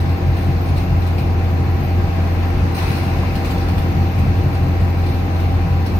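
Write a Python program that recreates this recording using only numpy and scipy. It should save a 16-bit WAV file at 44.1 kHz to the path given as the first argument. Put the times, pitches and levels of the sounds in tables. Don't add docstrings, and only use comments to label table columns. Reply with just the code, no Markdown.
import sys
import numpy as np
from scipy import signal
from scipy.fft import rfft, irfft, next_fast_len
from scipy.io import wavfile
from scipy.ndimage import uniform_filter1d, map_coordinates

SR = 44100
rng = np.random.default_rng(int(sys.argv[2]) if len(sys.argv) > 2 else 0)


def to_wav(s):
    ch = np.atleast_2d(s).T
    pcm = np.round(np.clip(ch, -1, 1) * 32767)
    wavfile.write(sys.argv[1], SR, pcm.astype(np.int16))


def volts_from_db(level):
    exponent = np.asarray(level, float) / 20
    return 10 ** exponent


N = 264159

# (frequency [Hz], level [dB per Hz])
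HISS = [(900, -14), (1700, -6.5), (2500, 2.5), (3300, -5), (4200, -2.5), (5500, -8), (7000, -19.5),
        (10400, -14.5), (13400, -17.5), (15600, -17)]


def unit(x):
    return x / np.sqrt(np.mean(x ** 2) + 1e-20)


def along(points, hz):
    f, v = np.transpose(points)
    return np.interp(np.log(hz + 1), np.log(f + 1), v, left=v[0], right=v[-1])


def curves(rows):
    s, *cols = np.transpose(rows)
    return [np.interp(np.arange(N) / SR, s, c) for c in cols]


def wobble(rate):
    knots = rng.standard_normal(int(N * rate / SR) + 4)
    return map_coordinates(knots, [np.arange(N) * rate / SR])


def humps(times, heights, half_s):
    grid = np.arange(0, N + 128, 128) / SR
    bells = np.exp(-((grid[:, None] - times) / half_s) ** 2)
    return np.interp(np.arange(N) / SR, grid, bells @ heights)


def filtered(x, response):
    m = next_fast_len(N + 8192)
    return irfft(rfft(x, m) * response(np.fft.rfftfreq(m, 1 / SR)), m)[..., :N]


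def resonance(f, hz, width):
    return 1 / (1 + ((f - hz) / width * 2) ** 2)


def rush(spectrum, patchy_db):
    # (frequency [Hz], left-right likeness [-1 to 1])
    alike = [(30, .99), (130, .98), (340, .92), (450, .6), (700, .4), (1300, -.1), (3100, 0), (4500, -.08),
             (8000, .08), (15000, -.05)]
    # (frequency [Hz], left-right [dB])
    port_lean = [(60, 1), (110, 0.5), (200, 2.5), (380, 1.5), (700, 1.5), (1290, 1), (2380, 4.5),
                 (4400, -3), (8120, 7.5), (15000, -5.5)]
    z = signal.stft(rng.standard_normal((2, N)), nperseg=512)[2]
    patches = uniform_filter1d(rng.standard_normal(z.shape[1:]), size=6, axis=0)
    patches = uniform_filter1d(patches, size=10, axis=1)
    pair = signal.istft(z * volts_from_db(patchy_db * unit(patches)), nperseg=512)[1][:, :N]

    def mid_side(hz):
        angle = np.arccos(np.clip(along(alike, hz), -1, 1)) / 2
        return volts_from_db(along(spectrum, hz)) * np.array([np.cos(angle), np.sin(angle)])

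    mid, side = filtered(pair, mid_side)
    ports = np.array([mid + side, mid - side])
    return unit(filtered(ports, lambda hz: volts_from_db(np.outer([.5, -.5], along(port_lean, hz)))))


def tone(cycles, db, pan_db, lead):
    side = np.array([[.5], [-.5]])
    phase = 2 * np.pi * (cycles + rng.random()) + side * lead
    return np.sqrt(2) * volts_from_db(db + side * pan_db) * np.sin(phase)


def ringing(x):
    # (frequency [Hz], width [Hz], level over the noise [dB])
    metal = [(3525, 30, 5), (3947, 25, 5), (4260, 40, 4), (5976, 25, 6), (6641, 25, 5), (7332, 20, 10),
             (8027, 40, 5), (8771, 35, 6), (9581, 25, 9), (10390, 25, 8), (11195, 35, 5), (12060, 60, 5)]

    def response(f):
        return np.sqrt(1 + sum(volts_from_db(2 * db) * resonance(f, hz, width) for hz, width, db in metal))

    return filtered(x, response)


def fans():
    # (frequency [Hz], level [dB], left-right [dB], left lead [rad])
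    hums = [(268.6, -37, 0, -0.2), (360.4, -42, 0, -0.1), (537.2, -48, -2, 1.4), (657.9, -47, 6, -0.1),
            (799.2, -45, -1, -0.7), (987.5, -43.5, 3, -2.1), (1074.2, -50, 0, -0.3), (1598.9, -54, 0, 0.8)]
    t = np.arange(N) / SR
    out = 0
    for hz, db, pan_db, lead in hums:
        turns = hz * t + 1e-4 * hz * wobble(3.956)
        out = out + tone(turns, db + 2.0 * wobble(9), pan_db, lead)
    return out


def knocks():
    # (time [s], peak [dB], frequency [Hz])
    thuds = [
        (0.601, -37, 820),
        (1.828, -22, 680),
        (3.146, -26, 1020),
        (3.233, -23, 1020),
        (3.784, -25, 806),
    ]
    out, t = np.zeros(N + SR), np.arange(SR // 20) / SR
    for s, db, hz in thuds:
        decay = volts_from_db(db - 60 * t / 0.033)
        out[round(s * SR):][:len(t)] += decay * np.sin(2 * np.pi * hz * t) * (1 - np.exp(-t / 0.002))
    return volts_from_db(6.5) * out[:N]


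def rattles():
    # (time [s], peak [dB], decay by 60 dB [s])
    hits = [(0.0932, -40.5, 0.2), (0.3651, -42, 0.15), (0.4609, -47, 0.2), (1.0181, -38, 0.16),
            (1.064, -41, 0.22), (1.1797, -36, 0.2), (2.7516, -45, 0.22), (3.1847, -40, 0.2),
            (3.3518, -33, 0.2), (3.4456, -30.5, 0.16), (3.5064, -30, 0.12), (3.5758, -37, 0.2),
            (3.6092, -41, 0.23), (3.6835, -35.5, 0.18), (3.7783, -33.5, 0.15), (3.8177, -46, 0.2),
            (3.933, -51, 0.18), (4.1854, -39, 0.23), (4.5506, -41, 0.18), (4.8, -42, 0.2),
            (5.0614, -41, 0.2), (5.3981, -41, 0.2), (5.8601, -33, 0.18), (5.9439, -45, 0.2)]
    shape, t = np.zeros(N + SR), np.arange(SR // 4) / SR
    for s, db, t60 in hits:
        shape[round(s * SR):][:len(t)] += volts_from_db(db - 60 * t / t60) * (1 - np.exp(-t / 0.0015))
    return shape[:N] * rush(HISS, patchy_db=3.3)


def air():
    # (time [s], hold [s], level [dB], extra body [dB])
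    puffs = [(0, 0.0045, -48.5, -3), (0.364, 0.079, -51, -1.5), (0.655, 0.049, -51.5, -3),
             (.76, 0.033, -45.5, -1), (1.063, .01, -50, 0), (1.18, .03, -60, 8), (2.2, .03, -61, 3),
             (2.744, 0.022, -40, -7), (2.774, 0.021, -44.5, 5), (2.822, .07, -45, -4),
             (2.9, 0.083, -44.5, -2.5), (3.018, 0.073, -50, -15), (3.343, .03, -58, 0),
             (3.443, .05, -47.5, -1), (4.36, .02, -58, -3), (4.526, .03, -53, 0), (4.98, 0.11, -57, 4),
             (5.064, 0.14, -56.5, 2), (5.36, .08, -55.5, 3.5), (5.868, .04, -57.5, 4)]
    # (frequency [Hz], width [Hz], level over the hiss [dB])
    pipe = [
        (2430, 320, 5.5),
        (4050, 540, 5.5),
    ]
    open_s, fade_db_per_s = 0.0042, 220
    top, low, t = np.zeros(N + SR), np.zeros(N + SR), np.arange(SR // 2) / SR
    for s, hold_s, db, body_db in puffs:
        fading_db = db - fade_db_per_s * np.clip(t - hold_s, 0, None)
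        puff = np.minimum(t / open_s, 1) * volts_from_db(fading_db)
        top[round(s * SR):][:len(t)] += puff ** 2
        low[round(s * SR):][:len(t)] += (puff * volts_from_db(body_db)) ** 2

    def pipe_response(f):
        return volts_from_db(-3 + sum(db * resonance(f, hz, width) for hz, width, db in pipe))

    hiss = rush(HISS, patchy_db=2.0)
    body = filtered(hiss, lambda hz: 1 / (1 + (hz / 5500) ** 6))
    piped = filtered(body, pipe_response)
    flutter = unit(volts_from_db(1.5 * wobble(150)))
    return volts_from_db(9.5) * flutter * (np.sqrt(top[:N]) * (hiss - body) + np.sqrt(low[:N]) * piped)


def road(cycles):
    # (frequency [Hz], level [dB per Hz])
    floor_spectrum = [(15, -10), (34, -12), (41, -2), (58, 3.5), (68, -2), (77, 2.5), (87, -3.5), (100, 5),
                      (120, -12.5), (200, -60)]
    body_spectrum = [(80, -31), (105, -7), (122, -1.5), (136, -8), (150, -7), (165, -6.5), (190, -5),
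                     (212, -12.5), (400, -67)]
    cabin_spectrum = [(130, -40), (200, -1), (290, 0.5), (350, 0.5), (390, -5), (520, -8.5), (760, -5),
                      (900, -10.5), (1400, -18.5), (3000, -46.5)]
    roar_spectrum = [(500, -10), (900, 3), (1400, -0.5), (2600, -1), (3200, -11), (4500, -10.5),
                     (6400, -19), (7400, -29), (12500, -25.5), (14300, -23), (15000, -33), (15700, -28)]
    # (time [s], floor jolt [dB], body jolt [dB], panel throb [dB])
    bumps = [(.07, -35, -30, -20), (.29, -23, -29, -15), (.5, -28, -24, -16.5), (.735, -28, -39, -19),
             (.94, -24, -32, -18), (1.22, -29, -31, -21.5), (1.38, -35, -50, -45), (1.62, -31, -30, -26),
             (1.82, -32, -26, -21), (2.05, -25, -29, -24), (2.2, -32, -32, -30), (2.58, -24, -30, -24),
             (2.9, -29, -29.5, -27), (3.17, -34, -28, -30), (3.32, -32, -28, -24), (3.55, -30, -31, -33),
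             (3.79, -23, -25.5, -29), (3.99, -24, -25, -17), (4.229, -21, -22.5, -21),
             (4.35, -26, -43, -34), (4.47, -30, -25, -20.5), (4.65, -30, -33, -22), (4.84, -23, -32, -29),
             (5.11, -38, -30, -27), (5.55, -28, -28, -34), (5.72, -34, -38, -22), (5.97, -21.5, -39, -38)]
    smooth_db = [
        -24,
        -27,
        -32,
    ]
    # (time [s], roar [dB])
    traffic = [
        (0, -39.5),
        (1.75, -39.5),
        (2.1, -38.5),
        (2.72, -37.5),
        (2.85, -34),
        (3.2, -36.5),
        (3.8, -37.5),
        (4.5, -39),
        (5.99, -39.5),
    ]
    s, *jolts_db = np.transpose(bumps)
    half_widths_s = [0.063, 0.063, 0.033]
    rumble, boom, throb = [volts_from_db(calm_db) + humps(s, volts_from_db(db), half_s)
                           for calm_db, db, half_s in zip(smooth_db, jolts_db, half_widths_s)]
    low = volts_from_db(-3.0) * rumble * rush(floor_spectrum, patchy_db=0.2)
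    low += volts_from_db(-3.0) * boom * rush(body_spectrum, patchy_db=2.0)
    panel = 135.6 * np.arange(N) / SR
    low += throb * tone(panel + 0.17 * wobble(9), -3.1, 1.9, 0.23)
    roar_db, = curves(traffic)
    cabin = volts_from_db(-28.5 + 0.36 * (roar_db + 36.5)) * rush(cabin_spectrum, patchy_db=0.6)
    clatter = volts_from_db(0.32 * np.cos(2 * np.pi * 4 * cycles))
    roar = volts_from_db(roar_db + 4.5) * clatter * ringing(rush(roar_spectrum, patchy_db=0.85))
    return low + cabin + roar


def turbo(cycles):
    # (time [s], frequency [Hz])
    spool = [
        (0, 13805),
        (.65, 13785),
        (1.3, 13755),
        (2.05, 13715),
        (2.8, 13760),
        (3.3, 13735),
        (3.8, 13700),
        (4.5, 13690),
        (5.3, 13670),
        (6, 13650),
    ]
    # (time [s], level over idle [dB])
    surges = [(.43, 1), (.63, 6), (.85, 0), (1.19, 7), (1.85, 5), (2.29, 2), (2.78, 10), (2.95, 6),
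              (3.15, 3), (3.54, 7), (3.69, 4), (3.78, 6), (4.12, 3), (4.8, 2), (5.15, 3), (5.42, 7),
              (5.99, 7)]
    db = -60.5 + humps(*np.transpose(surges), half_s=0.038)
    drift = wobble(18)
    firing = 2 * np.pi * 4 * cycles
    nudge = volts_from_db(-23 + 2.5 * wobble(4)) * np.sin(firing)
    turns = np.cumsum(curves(spool)[0] + 5 * drift) / SR + nudge
    flutter = volts_from_db(3.5 * np.array([wobble(70), wobble(70)]) + .7 * np.cos(firing))
    whistle = unit(flutter) * tone(turns, db + 4.0, -6.5, 1.7 + 0.55 * wobble(6))
    blades = filtered(rng.standard_normal((2, N)), lambda f: resonance(f, 13730, 440))
    return whistle + volts_from_db(db + 3) * unit(blades)


def engine():
    # (time [s], engine cycles [per s])
    speed = [
        (0, 21.75),
        (3.5, 21.755),
        (3.8, 21.8),
        (6, 21.8),
    ]
    # (time [s], drone level [dB])
    load = [(0, -14.5), (.5, -15), (.75, -15.5), (1.1, -16.5), (1.5, -15.5), (2.2, -16), (2.65, -16),
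            (2.9, -19), (3.3, -18.5), (3.8, -17.5), (4.3, -15.5), (4.7, -17.5), (4.9, -13.5), (5.2, -18),
            (5.5, -15), (5.75, -15.5), (5.99, -13)]
    # (time [s], depth [dB])
    sags = [(.19, 10.5), (.4, 7), (.63, 6), (.85, 7.5), (1.22, 6), (1.83, 3.5), (2.12, 4.5), (2.55, 4),
            (2.77, 6), (2.99, 0.5), (3.47, 3), (3.6, 3), (3.95, 1), (4.14, 6), (4.45, 1), (4.94, 5),
            (5.3, 2), (5.67, 3), (5.89, 10)]
    # (multiple of the engine cycle, level [dB], left-right [dB], left lead [rad])
    harmonics = [(2, -33, 1, 0.1), (6, -41, 2, 0.2), (7, -38, 2, 0.4), (8, -33, 3, 0.1), (10, -40, 4, 0.1),
                 (11, -42, 4, 0.3), (13, -39, 0, 0.5), (15, -45, 3, -0.1), (16, -41, 1, -0.1),
                 (18, -42, 4, -2.9), (19, -49, -6, -0.8), (20, -52, 6, 0.2), (21, -49, 10, 1.0),
                 (22, -42, 4, -0.1), (24, -50, -4, 1.4), (26, -51, -3, -0.0), (28, -50, 0, 1.9),
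                 (31, -51, 5, 0.2), (34, -47, -7, 1.7), (36, -38, 1, 1.0), (38, -51, -1, 1.8),
                 (60, -55, 4, 1.1)]
    drone_db = curves(load)[0] - humps(*np.transpose(sags), half_s=0.037)
    cycles = np.cumsum(curves(speed)[0]) / SR + 0.0038 * wobble(5)
    out = tone(4 * cycles, drone_db - .8, .3, .3)
    for k, db, pan_db, lead in harmonics:
        out += tone(round(k) * cycles, db + 1.6 * wobble(9), pan_db, lead)
    return out, cycles


def scene():
    drone, cycles = engine()
    return drone + fans() + turbo(cycles) + road(cycles) + ringing(air() + rattles()) + knocks()


def sparing(x, low_hz, high_hz, floor_db):
    band = filtered(x, lambda hz: (hz > low_hz) & (hz <= high_hz))
    power = np.abs(uniform_filter1d((band ** 2).mean(axis=0), size=1024))
    is_open = power * volts_from_db(4.5 * wobble(26)) > volts_from_db(2 * floor_db)
    return x - band * (1 - uniform_filter1d(is_open.astype(float), size=300))


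def thinned(x, low_hz, high_hz, share):
    hz, _, z = signal.stft(x, SR, nperseg=2048)
    treble = (hz > low_hz) & (hz < high_hz)
    power = uniform_filter1d(np.abs(z[treble]) ** 2, size=12, axis=0)
    power = power / np.median(power, axis=1, keepdims=True)
    power = power / np.median(power, axis=0) ** .7
    z[treble] *= power > np.quantile(power, share)
    return signal.istft(z, SR, nperseg=2048)[1][:N]


def top_cut(x):
    return signal.sosfilt(signal.butter(12, 15740, fs=SR, output="sos"), x)


def record(dry):
    top_hz = 15800
    x = filtered(dry * np.minimum(np.arange(N) / 60, 1), lambda hz: hz < top_hz)
    for low_hz in range(14300, top_hz, 500):
        x = sparing(x, low_hz, low_hz + 500, floor_db=-63.5)
    mid = thinned((x[0] + x[1]) / 2, 6800, 13300, share=.22)
    side = thinned((x[0] - x[1]) / 2, 6300, 13300, share=.5)
    return top_cut(np.array([mid + side, mid - side]))


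dry = scene()
out = record(dry)
to_wav(out)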